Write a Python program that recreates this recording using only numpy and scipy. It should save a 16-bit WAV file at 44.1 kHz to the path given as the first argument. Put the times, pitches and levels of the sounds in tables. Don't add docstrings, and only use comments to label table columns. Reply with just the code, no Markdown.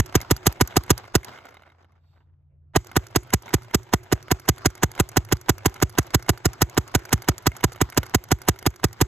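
import sys
import numpy as np
from scipy import signal
from scipy.fft import rfft, irfft, next_fast_len
from scipy.io import wavfile

SR = 44100
rng = np.random.default_rng(int(sys.argv[2]) if len(sys.argv) > 2 else 0)


def linear_from_db(decibels):
    return 10 ** (np.asarray(decibels, float) / 20)


def dump_mix(stems):
    frames = np.atleast_2d(stems).T
    limited = np.clip(frames, -1, 1)
    pcm = np.round(limited * 32767).astype(np.int16)
    wavfile.write(sys.argv[1], SR, pcm)


N = 399987
PAD = 2048

# (thump crest [s], thump [dB], gas crack [dB], trigger snap-back delay [ms])
FIRST_STRING = [(0.006, -15.5, -15, 55), (0.1648, -13.5, -17, 49), (0.322, -13.5, -15, 43),
                (0.478, -13.5, -13, 47.2), (0.6226, -14, -17.5, 52), (0.779, -16, -15.5, 55.5),
                (0.916, -13, -13, 61.4), (1.1642, -15, -16, 82)]
# (thump crest [s], thump [dB], gas crack [dB], snap-back
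# delay [ms])
SECOND_STRING = [(2.7724, -16, -19.5, 98), (2.9764, -16, -19, 91), (3.1707, -18, -18, 62),
                 (3.3463, -14.5, -17, 76), (3.5505, -15, -18, 81), (3.7553, -17, -17.5, 76),
                 (3.9458, -16.5, -20, 86.7), (4.1359, -17, -19.5, 91), (4.3255, -16.5, -17.5, 71.7),
                 (4.4992, -14, -16, 81), (4.6693, -15.5, -16.5, 83), (4.8438, -15.5, -17.5, 71),
                 (5.0105, -15, -17, 79.7), (5.181, -14.5, -18, 69.5), (5.3342, -16, -18, 79.2),
          (5.5045, -15.5, -17, 77.5), (5.6698, -15.5, -16.5, 71.4), (5.8363, -14.5, -17, 60),
          (5.9967, -16, -19, 69.6), (6.1568, -13, -15.5, 68.7), (6.3039, -15, -18, 70.5),
          (6.4667, -14, -17, 67), (6.6288, -14, -14.5, 67.5), (6.7879, -17.5, -20, 89.1),
          (6.962, -15, -17, 90.1), (7.1409, -13, -15.5, 80.2), (7.2979, -14, -18, 83.3),
          (7.4788, -15.5, -16.5, 87.5), (7.6513, -15, -17.5, 78), (7.8255, -15.5, -19.5, 74.9),
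          (7.9866, -16.5, -17.5, 72), (8.1592, -15.5, -17, 79.6), (8.3281, -14, -17.5, 88),
          (8.4973, -15, -15.5, 91), (8.6756, -16, -18.5, 85.2), (8.8527, -15.5, -18.5, 76.8),
          (9.0242, -13.5, -16.5, 80)]
SHOTS = np.array(FIRST_STRING + SECOND_STRING)
CREST_S, THUMP_DB, CRACK_DB, SNAP_MS = SHOTS.T

# (barrel knock [s], knock [dB], bolt clatter [dB], trigger snap [dB])
CYCLES = [(-0.0005, -2, -16.0, -29.5), (0.1581, -4, -17, -24), (0.315, -5.5, -16.5, -25.5),
          (0.4719, -6.5, -17, -28), (0.615, -4.5, -14, -25.0), (0.772, -4.5, -13.5, -31.0),
          (0.9094, -3.5, -16, -24), (1.1575, -4.5, -16, -26.5), (2.7654, -5.5, -13.5, -37.5),
          (2.97, -6, -14, -34.5), (3.1641, -6, -16, -41), (3.341, -8.5, -17, -39),
          (3.544, -6, -18.5, -41.0), (3.7509, -6, -16.5, -42), (3.9411, -6.5, -14.5, -39),
          (4.1293, -5, -16, -38), (4.3193, -6.5, -15.5, -33), (4.493, -7, -15.5, -33),
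          (4.662, -7, -16.5, -35.0), (4.8378, -7.5, -14.5, -32), (5.0043, -6.5, -15.5, -31),
          (5.1739, -6.5, -14.5, -37.0), (5.3282, -6.5, -15.5, -33.5), (5.4979, -5.5, -15, -33.5),
          (5.663, -6.5, -16.5, -32), (5.8297, -6, -15.5, -33.5), (5.9896, -6, -16, -35),
          (6.1503, -7.5, -16.5, -32.5), (6.2973, -7.5, -16.3, -34.0), (6.46, -7.5, -19, -30.5),
          (6.6225, -7.5, -15.5, -33), (6.7812, -5.5, -15.8, -33.5), (6.9546, -8, -17.5, -29.0),
          (7.1333, -9.5, -16.5, -29), (7.291, -7, -16, -28), (7.472, -7, -14.5, -27),
          (7.6448, -7, -14, -33), (7.8186, -7, -14.5, -33), (7.98, -6.5, -16.2, -39.0),
          (8.1515, -5.5, -15.6, -30), (8.3214, -7, -16, -31.0), (8.4908, -7, -14, -29),
          (8.6689, -7, -16.2, -34.0), (8.846, -7.5, -16.5, -32), (9.0173, -6, -15, -65)]
KNOCK_S, KNOCK_DB, CLATTER_DB, SNAP_DB = np.transpose(CYCLES)

# (time from knock [ms], frequency [Hz], length [ms], level [dB])
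COLUMN_SWINGS = [
    (0, 345, 1.7, -2.5),
    (-.3, 240, 2.6, -13),
    (-2.9, 380, 0.9, -10),
    (-5.2, 600, 0.6, -20),
]
CONTACT_MS = [-12.3, -11.2, -9.7, -8.3, -7.2, -6.2, -5.2, -4.4, -2.4, -1.8, .1, 1.6, 3.2, 4.3]
# (clatter [dB], crack [dB])
CONTACT_LEVELS = [(-6.5, -33), (-14.5, -31), (-31.5, -26), (-11.5, -27.5), (-9, -26), (-7.5, -11),
                  (-7.5, -14.5), (4.5, 1.5), (-3, -9), (-21.5, 3), (-1.5, -5.5), (-0.5, -9), (-6.5, -11.5),
                  (-25.5, -14.5)]
# (frequency [Hz], level [dB], t60 [s])
BODY_MODES = [(707, -11, 0.009), (986, -1, 0.014), (1231, -12.5, 0.018), (1504, -0.5, 0.011),
              (1868, 1.5, 0.0055), (2790, -5, 0.0056)]
# (frequency [Hz], level [dB], t60 [s])
VALVE_MODES = [(3600, -21, 0.0017), (5340, -11, 0.003), (6090, -6.5, 0.002), (7210, -1.5, 0.0027),
               (7760, -2, 0.0014), (9600, -2.5, .002), (11440, -6, 0.0023), (12250, -8.5, 0.0055),
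               (13140, -10, .004), (14300, -11, .004), (15400, -11, .006)]
# (frequency [Hz], density [dB per Hz])
GAS_SPECTRUM = [(290, -28), (580, -6.5), (1050, -6.5), (1520, -8), (2350, -12.5), (3050, -17), (4210, -16),
                (6610, -1), (7430, -22.5), (8980, -9.5), (9800, -13.5), (10200, -2), (11800, -24),
                (13500, -26), (16300, -30)]
# (time from crest [ms], level [dB])
VENT_COURSE = [(-32, -72), (-20, -32.5), (-8, -5.5), (-8.5, -1.5), (1, -15), (0, -51.5), (19, -54.5),
               (75.5, -67)]
# (time from crest [ms], level [dB])
SCRAPE_COURSE = [(-37, -74), (-23.5, -53), (-16, -35.5), (-10, -28.5), (-4, -32), (4.5, -61)]

# (frequency [Hz], level [dB], t60 [s])
TRIGGER_MODES = [(1600, -1.5, .006), (2100, -5, .006), (3330, -8.5, 0.003), (4750, -3.5, 0.0092),
                 (5900, 2.5, 0.0071), (6940, 3.5, 0.0038), (8700, -2, 0.005), (10900, 1, .008),
                 (12140, -0.5, .007), (13300, -11, .005)]
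# (frequency [Hz], level [dB], t60 [s])
HOPPER_MODES = [(840, 0.5, 0.0062), (1441, 1.5, .012), (2130, 0, 0.022), (2970, -2, 0.0062),
                (3747, -7, 0.01)]
# (time [s], level [dB], dullness [dB])
EARLY_TICKS = [(0.125, -44.5, 21.5), (0.203, -40.5, 19.5), (0.23, -51, 18), (0.432, -50.0, 15),
               (0.56, -55, 21.0), (0.724, -53, 29.0), (0.863, -50.5, 19.5), (0.88, -49.5, 20.5),
               (1.038, -59, 24), (1.053, -51.5, 18.5), (1.077, -51, 15.0), (1.231, -45.5, 18),
               (1.334, -55, 24.5), (1.375, -55.0, 26.0), (1.387, -57, 22.5), (1.454, -47.5, 20),
               (1.488, -50, 13), (1.507, -61, 11), (1.542, -53, 18.0), (1.569, -56.5, 28),
               (1.621, -58.5, 27), (1.667, -67, 23), (1.69, -67, 24), (1.702, -70.0, 27.0),
               (1.719, -71, 29), (1.759, -87, 23), (1.824, -73.0, 19), (1.846, -70, 27.5),
               (1.921, -68.5, 20), (1.955, -84, 26), (2.846, -45, 12), (2.914, -40.5, 19),
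               (3.038, -55.0, 22.0), (3.085, -56, 8), (3.109, -50, 5), (3.204, -63, 0), (3.272, -53, 13.0),
               (3.304, -39.5, 16), (3.458, -48, 9), (3.48, -47, 21), (3.491, -44.5, 19.0),
               (3.62, -44.5, 12), (3.646, -50.0, 17), (3.711, -49, 22), (3.872, -63, 6), (4.283, -47, 24),
               (4.417, -55.5, 18), (4.459, -51, 15.0), (4.562, -48, 12), (4.702, -41.5, 7),
               (4.777, -50, 21), (4.951, -39.5, 14.0), (4.978, -40, 23)]
# (time [s], level [dB], dullness [dB])
STEADY_TICKS = [(5.117, -45, 16), (5.287, -43, 16), (5.367, -41, 7.0), (5.443, -64, 19), (5.635, -57, 12),
                (5.696, -43, 6), (5.761, -41.5, 18), (5.779, -58, 26), (5.801, -39, 17), (5.926, -49, 3),
                (5.938, -57.0, 14), (6.029, -42, -4), (6.106, -40, 13), (6.196, -46, 18), (6.263, -44, 17),
                (6.746, -44, 10), (6.915, -50, 12), (6.992, -40.5, 8), (7.035, -51, 15), (7.091, -40, 16),
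                (7.178, -48, 21), (7.244, -44, 17), (7.423, -48, 9.0), (7.434, -54.5, 19.0),
                (7.518, -47.5, 21), (7.551, -51, 22), (7.608, -41, 18), (7.721, -38, 13), (7.76, -41, 16),
                (7.777, -54, 24.0), (7.923, -40.5, 19.0), (7.947, -43, 15), (8.031, -33, 13),
                (8.065, -34.0, 1), (8.095, -42, 14.0), (8.287, -45.0, 13), (8.387, -48, 11),
                (8.436, -57, 16), (8.452, -51, 15.0), (8.56, -47, 18.0), (8.616, -59, 16),
                (8.627, -40.0, 15), (8.704, -46, 11), (8.741, -51, 18), (8.799, -48.5, 18), (8.884, -48, 3),
                (8.989, -53, 12)]
# (time [s], peak [dB])
WALL_SLAPS = [(1.666, -37), (1.781, -62), (1.956, -51), (2.167, -45), (2.207, -47.5), (2.331, -63),
              (2.04, -60), (2.29, -61.5)]
# (frequency [Hz], level [dB], t60 [s])
GRIP_MODES = [(2806, -8.5, 0.014), (3750, 2, 0.0089), (4450, -2, .015), (5400, -9, .015), (7400, -9, .01),
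              (12500, -4, .004)]
# (frequency [Hz], t60 [s], level [dB], fade [dB per s])
LINGER_NOTES = [
    (367, 0.044, -51.5, 80.5),
    (114, 0.061, -45.5, 77.5),
    (2120, .006, -65, 61.5),
    (3300, 0.0012, -66.5, 80),
    (6920, 0.00091, -60.5, 146.5),
    (12300, .0012, -69, 196.5),
]

# (time [s], level [dB])
ECHO_COURSE = [
    (0, -5.5),
    (.04, -12),
    (.12, 0.5),
    (.46, -9.5),
    (.66, -23.5),
    (.87, -31.5),
    (1.01, -23.5),
    (1.12, -37),
    (1.5, -58),
]
# (frequency [Hz], density [dB per Hz])
ECHO_SPECTRUM = [(110, -34.5), (180, -5), (357, -1), (588, -1.5), (682, 2), (1040, 0), (1600, -2.5),
                 (2110, -8), (2630, -11), (3900, -15.5), (5000, -14.5), (6290, -21), (8450, -28),
                 (9800, -40.5), (11800, -30), (15000, -42)]
# (time [s], level [dB])
ECHO_RETURN = [(0, -48), (.9, -53), (1.17, -48.5), (2.7, -54), (4, -56.5), (5.5, -55.5), (7, -54),
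               (9.07, -57.5)]
# (frequency [Hz], density [dB per Hz])
DRONE_SPECTRUM = [(15, -54), (25, -24.5), (32, -16.5), (58, -14.5), (70, -3), (90, -3), (101, -7),
                  (108, -6.5), (146, -8), (168, -31.5), (231, -27.5), (326, -48.5), (6000, -79),
                  (7800, -106), (13200, -120)]
# (time [s], level [dB])
DRONE_LEVEL = [(0, -59.5), (1.3, -63), (1.9, -60.5), (2.3, -56.5), (2.72, -55), (2.8, -74), (9.07, -60)]
# (frequency [Hz], level [dB])
MACHINE_NOTES = [(86, -3), (142, -11.5), (54, -12.5)]
# (frequency [Hz], density [dB per Hz])
HUSH_SPECTRUM = [(120, -28.5), (200, 5), (350, -3.5), (700, -10.5), (1500, -20.5), (4000, -38.5),
                 (8000, -62)]

# (frequency [Hz], correlation [1])
LIKENESS = [(60, 0.94), (130, 0.74), (290, 0.83), (640, 0.5), (1410, 0.5), (3100, 0.23), (6820, 0.83),
            (15000, 1)]
# (frequency [Hz], phase [rad])
PORT_LEAD = [(0, -.2), (110, -.35), (350, -.55), (520, -.8), (1100, 0), (1980, 1.1), (2600, .9),
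             (3190, -.1), (3900, .6), (4500, 3.2), (5500, 4), (6400, 6), (7600, 6.5), (9600, 9.4),
             (10300, 9.8), (11800, 12.2), (13000, 12.9), (14850, 15.7), (15500, 17.2), (16500, 18)]
# (frequency [Hz], level [dB])
PORT_LEAN = [(60, -0.5), (110, -2), (200, 0.5), (380, -6), (700, -9.5), (1290, -3.5), (2380, 0),
             (4400, -9.5), (8120, 1), (15000, -0.5)]


def rms_one(x):
    return x / np.sqrt(np.mean(x ** 2) + 1e-20)


def at_hz(points, hz):
    points_hz, values = np.transpose(points)
    return np.interp(np.log(hz + 1), np.log(points_hz + 1), values)


def drift(rate_hz):
    steps = rng.standard_normal(N // 100)
    return np.interp(np.arange(N + PAD) * rate_hz / SR, np.arange(len(steps)), steps)


def clicks(s, gains):
    out = np.zeros(N + PAD) + 1e-18
    index = np.round(np.asarray(s) * SR).astype(int) + PAD
    np.add.at(out, np.clip(index, 0, N + PAD - 1), gains)
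    return out


def ring(x, hz, t60_s):
    r = linear_from_db(-60 / (t60_s * SR))
    w = 2 * np.pi * hz / SR
    return signal.lfilter([0, np.sin(w)], [1, -2 * r * np.cos(w), r * r], x)


def strike(s, db, modes, spread_db, flips=0.94):
    luck = rng.standard_normal((len(s), 2 * len(modes)))
    out = 0
    for k, (hz, mode_db, t60_s) in enumerate(modes):
        sign = np.sign(luck[:, -1 - k] + flips)
        blows = clicks(s, linear_from_db(db + mode_db + spread_db * luck[:, k]) * sign)
        out = out + ring(blows, hz, t60_s)
    return out


def noise(spectrum, patchy_db):
    size = next_fast_len(N + PAD)
    hz = np.arange(size // 2 + 1) * SR / size
    alike = np.clip(at_hz(LIKENESS, hz), -.98, .98)
    mid, side = rfft(rng.standard_normal((2, size))) * linear_from_db(at_hz(spectrum, hz))
    pair = np.sqrt(1 + alike) * mid + np.sqrt(1 - alike) * side * [[1], [-1]]
    pair = pair * np.exp(.5j * np.interp(hz, *np.transpose(PORT_LEAD)) * [[1], [-1]])
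    patch = np.floor(2 * np.log2(hz + 1)) % 4
    out = 0
    for k in range(4):
        out = out + irfft(pair * (patch == k), size)[:, :N + PAD] * linear_from_db(patchy_db * drift(25))
    return rms_one(out)


def after_shots(shape, start_s, db):
    return signal.fftconvolve(clicks(CREST_S + start_s, linear_from_db(db)), shape)[:N + PAD]


def envelope(rows, per_s, db):
    at, level_db = np.transpose(rows)
    power = linear_from_db(2 * np.interp(np.arange(at[0], at[-1], per_s / SR), at, level_db))
    return np.sqrt(np.maximum(after_shots(power, at[0] / per_s, 2 * db), 0))


def ports(x):
    size = next_fast_len(len(x))
    hz = np.arange(size // 2 + 1) * SR / size
    lead = np.interp(hz, *np.transpose(PORT_LEAD))
    half = linear_from_db(at_hz(PORT_LEAN, hz) / 2) * np.exp(.5j * lead)
    return irfft(rfft(x, size) * np.array([half, 1 / half]), size)[:, :len(x)]


def drone():
    hush_db = -76.5
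    t = (np.arange(N + PAD) - PAD) / SR
    out = linear_from_db(-6) * noise(DRONE_SPECTRUM, patchy_db=1.5)
    for hz, db in MACHINE_NOTES:
        level = linear_from_db(db + 2.1 * drift(1.5)) * np.sqrt(2)
        turns = np.cumsum(hz + 3.5 * drift(4.6)) / SR
        out = out + level * np.sin(2 * np.pi * turns)
    out = out * linear_from_db(np.interp(t, *np.transpose(DRONE_LEVEL)))
    return out + linear_from_db(hush_db) * noise(HUSH_SPECTRUM, patchy_db=4.0)


def echoes():
    air_loss_db_per_s, slaps_per_s, split_hz = 14.0, 120, 2200
    return_db = np.interp(CREST_S, *np.transpose(ECHO_RETURN))
    slaps = (rng.random(N + PAD) < slaps_per_s / SR) * rng.random(N + PAD)
    grain = 1 + 2.4 * signal.lfilter([1], [1, -.992], slaps)
    wash = grain * linear_from_db(2.6 * drift(22)) * noise(ECHO_SPECTRUM, patchy_db=2.5)
    low = signal.sosfilt(signal.butter(1, split_hz, fs=SR, output="sos"), wash)
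    high = wash - low
    dulled = [(s, db + 2.5 - air_loss_db_per_s * s) for s, db in ECHO_COURSE]
    return envelope(ECHO_COURSE, 1, return_db) * low + envelope(dulled, 1, return_db) * high


def linger():
    even_db, out = np.zeros(len(SHOTS)), 0
    for hz, t60_s, db, fade_db_per_s in LINGER_NOTES:
        note = ring(ring(rng.standard_normal(N + PAD), hz, t60_s), hz, t60_s)
        fade = envelope([(0, db), (.5, db - fade_db_per_s / 2)], 0.86, even_db)
        out = out + rms_one(note) * linear_from_db(3.1 * drift(30)) * fade
    return out


def grip():
    centre_s, spread_s, level_db = 2.12, 0.067, -77
    t = (np.arange(N + PAD) - PAD) / SR
    rub = rng.standard_normal(N + PAD) * np.exp(-.5 * ((t - centre_s) / spread_s) ** 2) + 1e-18
    return sum(linear_from_db(level_db + db - 19) * ring(rub, hz, t60_s) for hz, db, t60_s in GRIP_MODES)


def small_contacts():
    snap_dull_db, snap_uneven_db = -2, 3.5
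    start_s, gap_s, settle_db, loss_db, settle_dull_db = 1.32, 0.021, -61.5, 0.5, 30
    feed = np.transpose(list(EARLY_TICKS) + list(STEADY_TICKS))
    snap_dullness = snap_dull_db + snap_uneven_db * rng.standard_normal(len(SHOTS))
    snaps = [CREST_S + SNAP_MS / 1000, SNAP_DB - 2.5, snap_dullness]
    k = np.arange(20)
    early, loud = rng.standard_normal((len(k), 2)).T
    settling = [start_s + gap_s * (k + 0.12 * early),
                settle_db - loss_db * k + 2.5 * loud,
                settle_dull_db + 0 * k]
    return np.concatenate([feed, snaps, settling], axis=1)


def ticks():
    rebounds, loss_db = 6, 2.8
    s, db, dull_db = small_contacts()
    after_s = np.cumsum(rng.uniform(0.00028, .0022, (len(s), rebounds)), axis=1) - .001
    s = (s[:, None] + after_s).ravel()
    db = (db[:, None] - 2 - loss_db * np.arange(rebounds)).ravel()
    dull_db = np.repeat(dull_db, rebounds)
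    slap_s, slap_db = np.repeat(WALL_SLAPS, 8, axis=0).T
    slap_s = slap_s + rng.uniform(-.004, .014, len(slap_s))
    bright = strike(s, db - 6.5, TRIGGER_MODES, spread_db=5.5)
    dull = strike(s, db + dull_db - 13.0, HOPPER_MODES, spread_db=4.5)
    dull = dull + strike(slap_s, slap_db - 16.5, BODY_MODES, spread_db=1.5)
    return bright + signal.lfilter([.3], [1, -.7], dull)


def scrape():
    stiffening_db_per_s = 8.0
    rest_s = np.diff(CREST_S, prepend=-.15)
    rub = rng.standard_normal(N + PAD)
    body = sum(linear_from_db(db) * ring(rub, hz, t60_s) for hz, db, t60_s in BODY_MODES)
    return rms_one(body) * envelope(SCRAPE_COURSE, 1000., stiffening_db_per_s * rest_s)


def vent():
    return envelope(VENT_COURSE, 893, CRACK_DB + 0.5) * noise(GAS_SPECTRUM, patchy_db=3.0)


def action():
    first_reflected = 8
    clatter_step_db, crack_step_db = np.transpose(CONTACT_LEVELS)
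    count = len(clatter_step_db)
    slip_s = .00004 * rng.standard_normal((len(SHOTS), count))
    s = (KNOCK_S[:, None] + np.array(CONTACT_MS) / 1000 + slip_s).ravel()
    clatter_db = (CLATTER_DB[:, None] + clatter_step_db).ravel() - 4.0
    reflected = np.tile(np.arange(count) >= first_reflected, len(SHOTS))
    direct = strike(s[~reflected], clatter_db[~reflected], BODY_MODES, spread_db=2., flips=3.)
    returned = strike(s[reflected], clatter_db[reflected], BODY_MODES, spread_db=2., flips=3.)
    ragged_s = (s[:, None] + rng.uniform(-.0002, .0008, (len(s), 3))).ravel()
    crack_db = np.repeat((CRACK_DB[:, None] + crack_step_db).ravel(), 3)
    cracks = strike(ragged_s, crack_db + 2.0, VALVE_MODES, spread_db=3.5)
    return direct - returned + cracks


def barrel():
    open_decay_ms = 1.6
    ms = np.arange(-12, 10, 1000 / SR)
    swings = 0
    for at_ms, hz, long_ms, db in COLUMN_SWINGS:
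        bump = linear_from_db(db) * np.exp(-.5 * ((ms - at_ms) / long_ms) ** 2)
        swings = swings + bump * np.cos(2 * np.pi * hz * (ms - at_ms) / 1000)
    swings = swings * np.exp(-np.maximum(ms, 0) / open_decay_ms)
    return signal.fftconvolve(clicks(KNOCK_S - .012, linear_from_db(KNOCK_DB + 1.5)), swings)[:N + PAD]


def thump():
    fall_s, crest_hz, last_hz, decay_s = .007, 135, 53, .0105
    t = np.arange(-.006, .07, 1 / SR)
    turns = last_hz * t + (crest_hz - last_hz) * fall_s * (1 - np.exp(-t / fall_s))
    swell = np.clip((t + .0045) / .004, 0, 1) * np.exp(-t / decay_s)
    start_s = -.0057 + .00025 * rng.standard_normal(len(SHOTS))
    return after_shots(swell * np.cos(2 * np.pi * turns), start_s, THUMP_DB + 5)


def scene():
    hiss = vent()
    near = linger() + grip() + ticks() + scrape() + 1.23 * hiss[0] + action() + barrel() + thump()
    return (drone() + echoes() + .5 * hiss + ports(near))[:, PAD:]


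def top_cut(x):
    return signal.sosfilt(signal.butter(12, 16480, fs=SR, output="sos"), x)


def record(dry):
    x = signal.filtfilt(*signal.iirnotch(9800, 12, fs=SR), dry)
    x = signal.sosfiltfilt(signal.butter(2, 34, "high", fs=SR, output="sos"), x)
    x = .98 * np.tanh(x / .98)
    x = signal.sosfiltfilt(signal.cheby2(10, 60, 16800, fs=SR, output="sos"), x)
    return top_cut(x)


dry = scene()
out = record(dry)
dump_mix(out)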